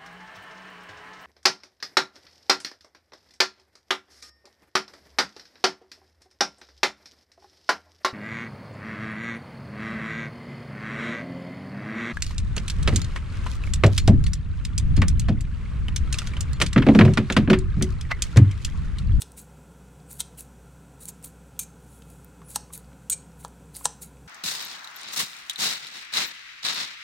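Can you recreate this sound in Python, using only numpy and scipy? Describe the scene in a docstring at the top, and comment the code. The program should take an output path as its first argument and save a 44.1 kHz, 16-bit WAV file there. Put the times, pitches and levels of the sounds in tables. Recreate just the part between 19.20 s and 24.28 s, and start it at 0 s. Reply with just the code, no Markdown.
"""Kitchen scissors cut food held with a fork over a serving dish, close by in a small room that hums.
First come three snips: the steel blades hiss along each other, snap shut and slide open again.
Next the blades jerk under pressure with a clink and a short squeak, then rub lightly.
A fourth snip, a second jerk and two more snips follow; the last snaps loudest, and the blades reopen.
All along, sauce and cutlery tick faintly."""
import sys
import numpy as np
from scipy import signal
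from scipy.fft import rfft, irfft, next_fast_len
from scipy.io import wavfile
from scipy.ndimage import map_coordinates

SR = 44100
rng = np.random.default_rng(int(sys.argv[2]) if len(sys.argv) > 2 else 0)


def wav_out(sig):
    """Save sig, one row per channel (or a flat mono array), as 16-bit PCM at SR to the path in sys.argv[1]."""
    wavfile.write(sys.argv[1], SR, np.round(np.clip(np.atleast_2d(sig).T, -1, 1) * 32767).astype(np.int16))


N = 223887

# Each closing of the scissors:
# shut_s, squeeze_s, bite_db, sweep_db, crack_db, clack_db, knock_db, bright_hz, stereo_width (0-1)
SNIPS = [(0.0196, .08, -43, -36.5, -31, -36, -51.5, 12000, 0.07),
         (1.0045, 0.084, -43, -31, -21.5, -29, -46, 11600, 0.66),
         (1.890, .058, -42, -31.5, -45, -54, -61, 13000, 0.05),
         (3.3592, 0.046, -42, -38, -20.5, -35.5, -29, 12400, 0.01),
         (4.2484, 0.039, -52, -44, -42, -47.5, -33, 8700, 0.03),
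         (4.6555, 0.085, -40, -32, -15.5, -40, -24, 11000, 0.9)]
# Tone colour of the sharp crack: pitch_hz, level_db
CRACK_COLOUR = [(200, -32), (700, -21.5), (1500, -11.5), (2100, -19), (3000, -14.5), (4000, -10),
                (4900, -8), (6500, -0.5), (7500, -1.5), (8700, 5), (10500, -7), (12500, -5.5),
                (15500, -15.5)]
# Tone colour of the pivot's hollow clack: pitch_hz, level_db
CLACK_COLOUR = [(1500, -19.5), (2800, -10.5), (3350, -1.5), (3750, 1.5), (4200, -3), (4800, -10),
                (6200, -7.5), (8000, -32.5)]
# Notes of the handles as they meet: pitch_hz, level_db, fade_s (time to fall 60 dB)
HANDLE_NOTES = [(486.5, -13, 0.039), (843, -6, 0.049), (952, -2, 0.029), (1045, -6, 0.018),
                (1314, -3.5, 0.021), (1665, -10.5, 0.0234)]

def snaps():
    """The blades rush through the last of the food: a crack, a pivot clack and a knock of the handles."""
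    out, lead_s = np.zeros((2, N)), 0.015
    t = np.arange(SR // 5) / SR - lead_s  # zero when the blades shut
    after = np.maximum(t, 0)
    rush = gain(-19.5 + 20 * np.minimum(t, 0) / 0.015)
    release = fade(after, 0.004) + gain(-9) * fade(after, 0.035)
    force = np.where(t < 0, rush, release)
    onset = 1 - np.exp(-after / 0.00046)
    for shut_s, *_, crack_db, clack_db, knock_db, bright_hz, width in SNIPS:
        crack = hit(coloured(force * slips(len(t), rough=0.17), CRACK_COLOUR), crack_db)
        clack = hit(coloured(force * slips(len(t), rough=0.44), CLACK_COLOUR), clack_db)
        knock = hit(onset * ring(HANDLE_NOTES, after, scatter_db=2), knock_db)
        # some snaps sound duller, others brighter
        snap = muffled(crack + clack + knock, bright_hz, steepness=10)
        snap = widened(snap, width)
        add(out, shut_s - lead_s, snap)
        add(out, shut_s - lead_s + 0.009, gain(-21.5) * snap)  # bounce off a near surface
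    return out

# The blades slide open again: peak_s, level_db
OPENINGS = [(0.182, -38), (1.188, -38), (2.046, -39), (3.541, -36), (4.826, -37.5)]
# Loose blades rub lightly between cuts: peak_s, level_db, rise_s, fall_s (both over the top 20 dB)
LIGHT_RUBS = [(2.765, -59.5, 0.2, 0.2), (2.912, -57.5, 0.05, 0.18)]

def rubbing_effort():
    """How hard the edges rub: each snip bites, squeezes and sweeps shut; opening blades rub too."""
    t = np.arange(N) / SR
    def stroke(peak_s, level_db, rise_s, fall_s):
        drop = np.where(t < peak_s, ((peak_s - t) / rise_s) ** 2, (t - peak_s) / fall_s)
        return gain(level_db - 20 * drop)
    strokes = [stroke(*rub) for rub in LIGHT_RUBS]
    strokes += [stroke(*opening, rise_s=0.016, fall_s=0.049) for opening in OPENINGS]
    for shut_s, squeeze_s, bite_db, sweep_db, *_ in SNIPS:
        bite_s = shut_s - squeeze_s
        bite = stroke(bite_s, bite_db, rise_s=0.034, fall_s=0.031)
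        squeeze = gain(bite_db - 9) * ((t > bite_s) & (t < shut_s))
        sweep = stroke(shut_s, sweep_db, rise_s=0.016, fall_s=0.015)
        strokes += [bite, squeeze, sweep]
    return np.linalg.norm(strokes, axis=0)

# Tone colour of edge sliding on edge: pitch_hz, level_db
HISS_COLOUR = [(500, -28.5), (1800, -17.5), (3200, -17), (4400, -9.5), (5000, -15), (6500, -9),
               (8000, -1.5), (9000, 1), (10300, -1), (11600, -11), (12500, -8), (14400, -12), (15300, -8.5)]
# Notes of the bare steel blades: pitch_hz, level_db, fade_s
STEEL_NOTES = [(1380, -19.5, 0.031), (2377, -9, 0.027), (3760, -15.5, 0.053), (4010, -17, 0.069),
               (4430, -14.5, 0.058), (5620, -9, 0.036), (6570, -4.5, 0.066), (6800, -4.5, 0.069),
               (7340, -7.5, 0.057), (7900, -19, 0.029), (8140, -6, 0.025), (8320, -3.5, 0.063),
               (9014, 0.5, 0.057), (9960, -7, 0.061), (12900, -11, .04), (12700, -20, .04),
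               (13800, -7, 0.043)]

def blade_hiss():
    """The edges rub through wet food: a gritty hiss that swells and fades with each stroke."""
    effort = rubbing_effort()
    catches = gain(2.5 * wobble(200))  # the edges catch and let go
    rub = effort * unit_level(catches * slips(N, rough=0.31))
    steel = ring(STEEL_NOTES, np.arange(SR // 8) / SR, scatter_db=-6.5)
    blades = gain(-3) * coloured(rub, HISS_COLOUR) + gain(-14.5) * resonate(rub, steel)
    grit = gain(-6.5) * crackle(per_s=1300, centre_hz=9810, spread=0.37, life_s=0.00047)
    squelch = gain(-23) * crackle(per_s=600, centre_hz=2949, spread=0.483, life_s=0.00087)
    return blades + effort * (grit + squelch)

def crackle(per_s, centre_hz, spread, life_s, size=256):
    """Wet fibres part: tiny pings of random pitch and strength."""
    when, pitch, strength = rng.uniform(0.001, 0.999, (int(per_s * N / SR), 3)).T
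    hz = np.clip(centre_hz * np.exp(spread * (2 * pitch - 1)), 500, SR / 2.2)[:, None]
    t = np.arange(size) / SR
    swell = t / life_s * np.exp(-t / life_s)
    pings = -np.log(strength)[:, None] * swell * np.sin(2 * np.pi * hz * t)
    places = (when * N).astype(int)[:, None] + np.arange(size)
    return unit_level(np.bincount(places.ravel(), pings.ravel(), N)[:N])

# Blades jerk under pressure; high and low are two squeaks, their levels relative to the drag:
# start_s, clink_db, drag_start_db, drag_end_db, length_s, high_hz, high_db, low_hz, low_db, stereo_width
JERKS = [(2.3915, -25, -30, -41, 0.0456, 9200, -6, 6340, -8.5, 0),
         (3.8985, -20.5, -34.5, -21, 0.035, 8110, 0.5, 7030, -7.5, 0.9)]
# Tone colour of steel breaking loose: pitch_hz, level_db
CLINK_COLOUR = [(500, -49), (1000, -26), (1400, -8.5), (1900, -26.5), (2500, -19.5), (3900, -6.5),
                (5000, -17), (6500, -0.5), (9000, 2), (10800, -8.5), (12800, -4.5), (14000, -5),
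                (15500, -15)]
# Tone colour of steel dragging: pitch_hz, level_db
DRAG_COLOUR = [(400, -35), (1000, -29.5), (1400, -12), (1900, -21), (2500, -16), (4100, -12), (5000, -16),
               (6700, -3), (8500, 3), (10100, -2), (11200, -10), (13300, -4), (15500, -18)]

def jerks():
    """Steel breaks loose with a clink, then drags on; it sticks and slips, squeaking on two notes."""
    out, t = np.zeros((2, N)), np.arange(SR // 5) / SR
    def squeak(hz, db):
        level = gain(db + 2.9 * wobble(455, len(t)))
        pitch_hz = hz * (1 + 0.0108 * wobble(1000, len(t)))
        return level * np.sin(2 * np.pi * np.cumsum(pitch_hz) / SR)
    for start_s, clink_db, *drag_db, length_s, high_hz, high_db, low_hz, low_db, width in JERKS:
        release = fade(np.maximum(t - length_s, 0), 0.0335)
        pressure = gain(np.interp(t, [0, length_s], drag_db)) * release
        clink = hit(coloured(fade(t, 0.029) * slips(len(t), rough=0.21), CLINK_COLOUR), clink_db)
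        rub = pressure * slips(len(t), rough=0.37)
        drag = gain(-5.5) * coloured(rub, DRAG_COLOUR)
        steel = ring(STEEL_NOTES, t, scatter_db=-1.5)
        ringing = gain(-8) * resonate(rub + gain(-12) * clink, steel)
        squeaks = pressure * (squeak(high_hz, high_db) + squeak(low_hz, low_db))
        add(out, start_s, clink + widened(drag + ringing + squeaks, width))
    return out

# An edge sings as the blades' crossing point slides to the tips:
# start_s, end_s, start_hz, end_hz, level_db
EDGE_NOTES = [(0.853, 0.988, 7450, 12300, -59), (2.68, 2.812, 9500, 10800, -66),
              (3.237, 3.343, 9600, 10900, -56.5), (4.541, 4.580, 4450, 4630, -52)]

def singing_edge():
    """The free end of the blade shortens, so its fuzzy note rises."""
    out = np.zeros(N)
    for start_s, end_s, start_hz, end_hz, level_db in EDGE_NOTES:
        size = round((end_s - start_s) * SR)
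        phase = 2 * np.pi * np.cumsum(np.linspace(start_hz, end_hz, size)) / SR
        note = wobble(1283, size) * np.cos(phase) + wobble(1294, size) * np.sin(phase)
        add(out, start_s, gain(level_db) * np.sqrt(np.hanning(size)) * unit_level(note))
    return out

# Small touches of steel and wet food: start_s, level_db, pitch_hz
TOUCHES = [(0.1193, -34.5, 9300), (0.93, -26, 12300), (1.207, -24, 9600), (1.855, -24.5, 8850),
           (2.0273, -37, 8500), (2.821, -42, 3000), (2.902, -42, 9500), (3.046, -34.5, 11750),
           (3.217, -41.5, 1130), (3.305, -29, 9100), (3.503, -41.5, 1090), (3.577, -25, 12100),
           (4.281, -38.5, 8600), (4.551, -35.5, 4630), (4.567, -23, 9000), (4.610, -39, 1000)]

def ticks():
    """Steel, food and sauce make tiny bursts of noise; the low, wet ones last longer."""
    out, t = np.zeros(N), np.arange(SR // 10) / SR
    sauce_per_s, low_hz, high_hz = 4.4, 890, 9900
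    sauce = [(when * N / SR, -54.5 + 4 * strength, low_hz * (high_hz / low_hz) ** pitch)
             for when, strength, pitch in rng.random((int(sauce_per_s * N / SR), 3))]
    for start_s, level_db, hz in TOUCHES + sauce:
        fade_s = 0.012 * (9000 / hz) ** 0.41
        colour = [(hz / 4, -28), (hz * 0.81, -8), (hz, 0), (hz * 1.29, -9), (hz * 4, -29), (hz * 12, -42)]
        tick = coloured(fade(t, fade_s) * rng.standard_normal(len(t)), colour)
        add(out, start_s, gain(level_db - 1) * tick / np.abs(tick).max())
    return out

# Tone colour of the walls' echo: pitch_hz, level_db
ECHO_COLOUR = [(200, 11.5), (1000, 0), (2500, 4.5), (3900, 0), (5300, 2.5), (7500, -2.5), (11000, -5.5),
               (15000, -10)]
# How long the echo lasts: pitch_hz, fade_s
ECHO_FADES = [(200, 0.4), (1000, 0.34), (3000, 0.28), (7500, 0.34), (11000, 0.26), (15000, 0.158)]

def room_echo(x):
    """The walls answer after a few milliseconds; the highest pitches die first."""
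    hz, t, noise = signal.stft(rng.standard_normal(SR // 2), SR, nperseg=256)
    levels = gain(value_at(ECHO_COLOUR, hz))[:, None] * fade(t, value_at(ECHO_FADES, hz)[:, None])
    tail = signal.istft(noise * levels, SR, nperseg=256)[1]
    tail = np.pad(tail / np.linalg.norm(tail), (round(0.006 * SR), 0))
    return signal.fftconvolve(x, tail[None], axes=1)[:, :N]

# Mains hum, a fan, then thin whines: pitch_hz, level_db
HUM_NOTES = [(61.8, -53.5), (166.5, -58), (497, -71), (2552, -80), (3359, -83.5), (5846, -82.5),
             (8000, -80)]
# Tone colour of the air's low rumble: pitch_hz, level_db
AIR_RUMBLE = [(20, -45), (45, -32.5), (75, -14.5), (110, -18), (132, -7), (185, -12.5), (240, -17),
              (295, -16.5), (333, -31.5), (380, -20.5), (560, -22), (620, -34.5), (800, -100)]
# Tone colour of the air's thin hiss: pitch_hz, level_db
AIR_HISS = [(595, -37), (650, -1.5), (720, 1), (1000, -0.5), (1170, -9), (1380, 0.5), (1850, -13),
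            (2400, -12.5), (5000, -19), (8000, -12), (11500, -20.5), (15500, -23)]

def appliances():
    """Appliances hum and move air; a thin hiss lies on top."""
    t = np.arange(N) / SR
    def air(colour):
        return unit_level(filtered(rng.standard_normal(N), lambda hz: gain(value_at(colour, hz))))
    def tone(hz, db, drift, flutter_db):
        level = np.sqrt(2) * gain(db + flutter_db * wobble(9))
        return level * np.sin(2 * np.pi * hz * t + drift * wobble(9))
    mains, fan, *whines = HUM_NOTES
    hum = tone(*mains, drift=0.37, flutter_db=1.3) + tone(*fan, drift=1.03, flutter_db=1)
    whine = sum(tone(*note, drift=0.44, flutter_db=1.5) for note in whines)
    return hum + whine + gain(-52.5) * air(AIR_RUMBLE) + gain(-60) * air(AIR_HISS)

def gain(db):
    """Turn decibels into a multiplier."""
    return 10 ** (np.asarray(db) / 20)

def fade(t, fade_s):
    """Fall by 60 dB every fade_s seconds."""
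    return gain(-60 * t / fade_s)

def unit_level(x):
    """Scale x to an average (rms) level of 1."""
    return x / np.sqrt(np.mean(x ** 2) + 1e-20)

def hit(x, level_db):
    """Give x the energy of a 5 ms sound at this level."""
    return gain(level_db) * x / np.linalg.norm(x) * np.sqrt(0.005 * SR)

def value_at(points, hz):
    """Read between the rows of a (pitch_hz, value) table, on an octave scale."""
    pitches, values = np.transpose(points)
    return np.interp(np.log(hz + 1), np.log(pitches + 1), values)

def wobble(per_s, size=N):
    """A smooth curve through per_s random values a second."""
    points = rng.standard_normal(int(size * per_s / SR) + 4)
    return map_coordinates(points, [np.arange(size) * per_s / SR])

def slips(size, rough):
    """Rubbing noise: many tiny slips of uneven size."""
    return unit_level(rng.standard_normal(size) * np.exp(rough * wobble(1800, size)))

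def ring(notes, t, scatter_db):
    """Fading notes, struck with new strengths and signs each time."""
    return sum(rng.choice([-1, 1]) * gain(db + scatter_db * rng.normal())
               * fade(t, fade_s) * np.sin(2 * np.pi * hz * t) for hz, db, fade_s in notes)

def resonate(x, ringing):
    """Let every sample of x set off this ringing."""
    return signal.fftconvolve(x, ringing / np.linalg.norm(ringing))[:len(x)]

def coloured(x, colour, size=1024):
    """Give x a tone colour: some pitches stronger, others weaker."""
    cepstrum = irfft(np.log(gain(value_at(colour, np.fft.rfftfreq(size, 1 / SR)))))
    cepstrum[1:size // 2] *= 2  # folded so the filter rings only after a sound
    cepstrum[size // 2 + 1:] = 0
    return resonate(x, irfft(np.exp(rfft(cepstrum))))

def filtered(x, response):
    """Multiply each pitch in x by response(hz)."""
    size = x.shape[-1]
    padded = next_fast_len(size + SR // 4)
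    return irfft(rfft(x, padded) * response(np.fft.rfftfreq(padded, 1 / SR)), padded)[..., :size]

def muffled(x, top_hz, steepness):
    """Turn down the pitches above top_hz."""
    return filtered(x, lambda hz: 1 / np.sqrt(1 + (hz / top_hz) ** steepness))

def widened(x, width):
    """Make two channels whose highest pitches are out of step."""
    turn = lambda hz: width * np.pi / 2 * np.interp(hz, [8500, 10500], [0, 1])
    return filtered(x, lambda hz: np.exp(1j * np.array([turn(hz), -turn(hz)])))

def add(track, start_s, x):
    """Mix x into the track at start_s."""
    part = track[..., max(round(start_s * SR), 0):][..., :x.shape[-1]]
    part += x[..., :part.shape[-1]]

def scene():
    """Scissors close by, with the room's echo and hum behind them."""
    scissors = snaps() + jerks() + blade_hiss() + singing_edge() + ticks()
    return scissors + gain(-17) * room_echo(scissors) + appliances()

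def record(dry):
    """The microphone cuts off the very highest pitches."""
    return muffled(dry, top_hz=15800, steepness=160)

dry = scene()
out = record(dry)
wav_out(out)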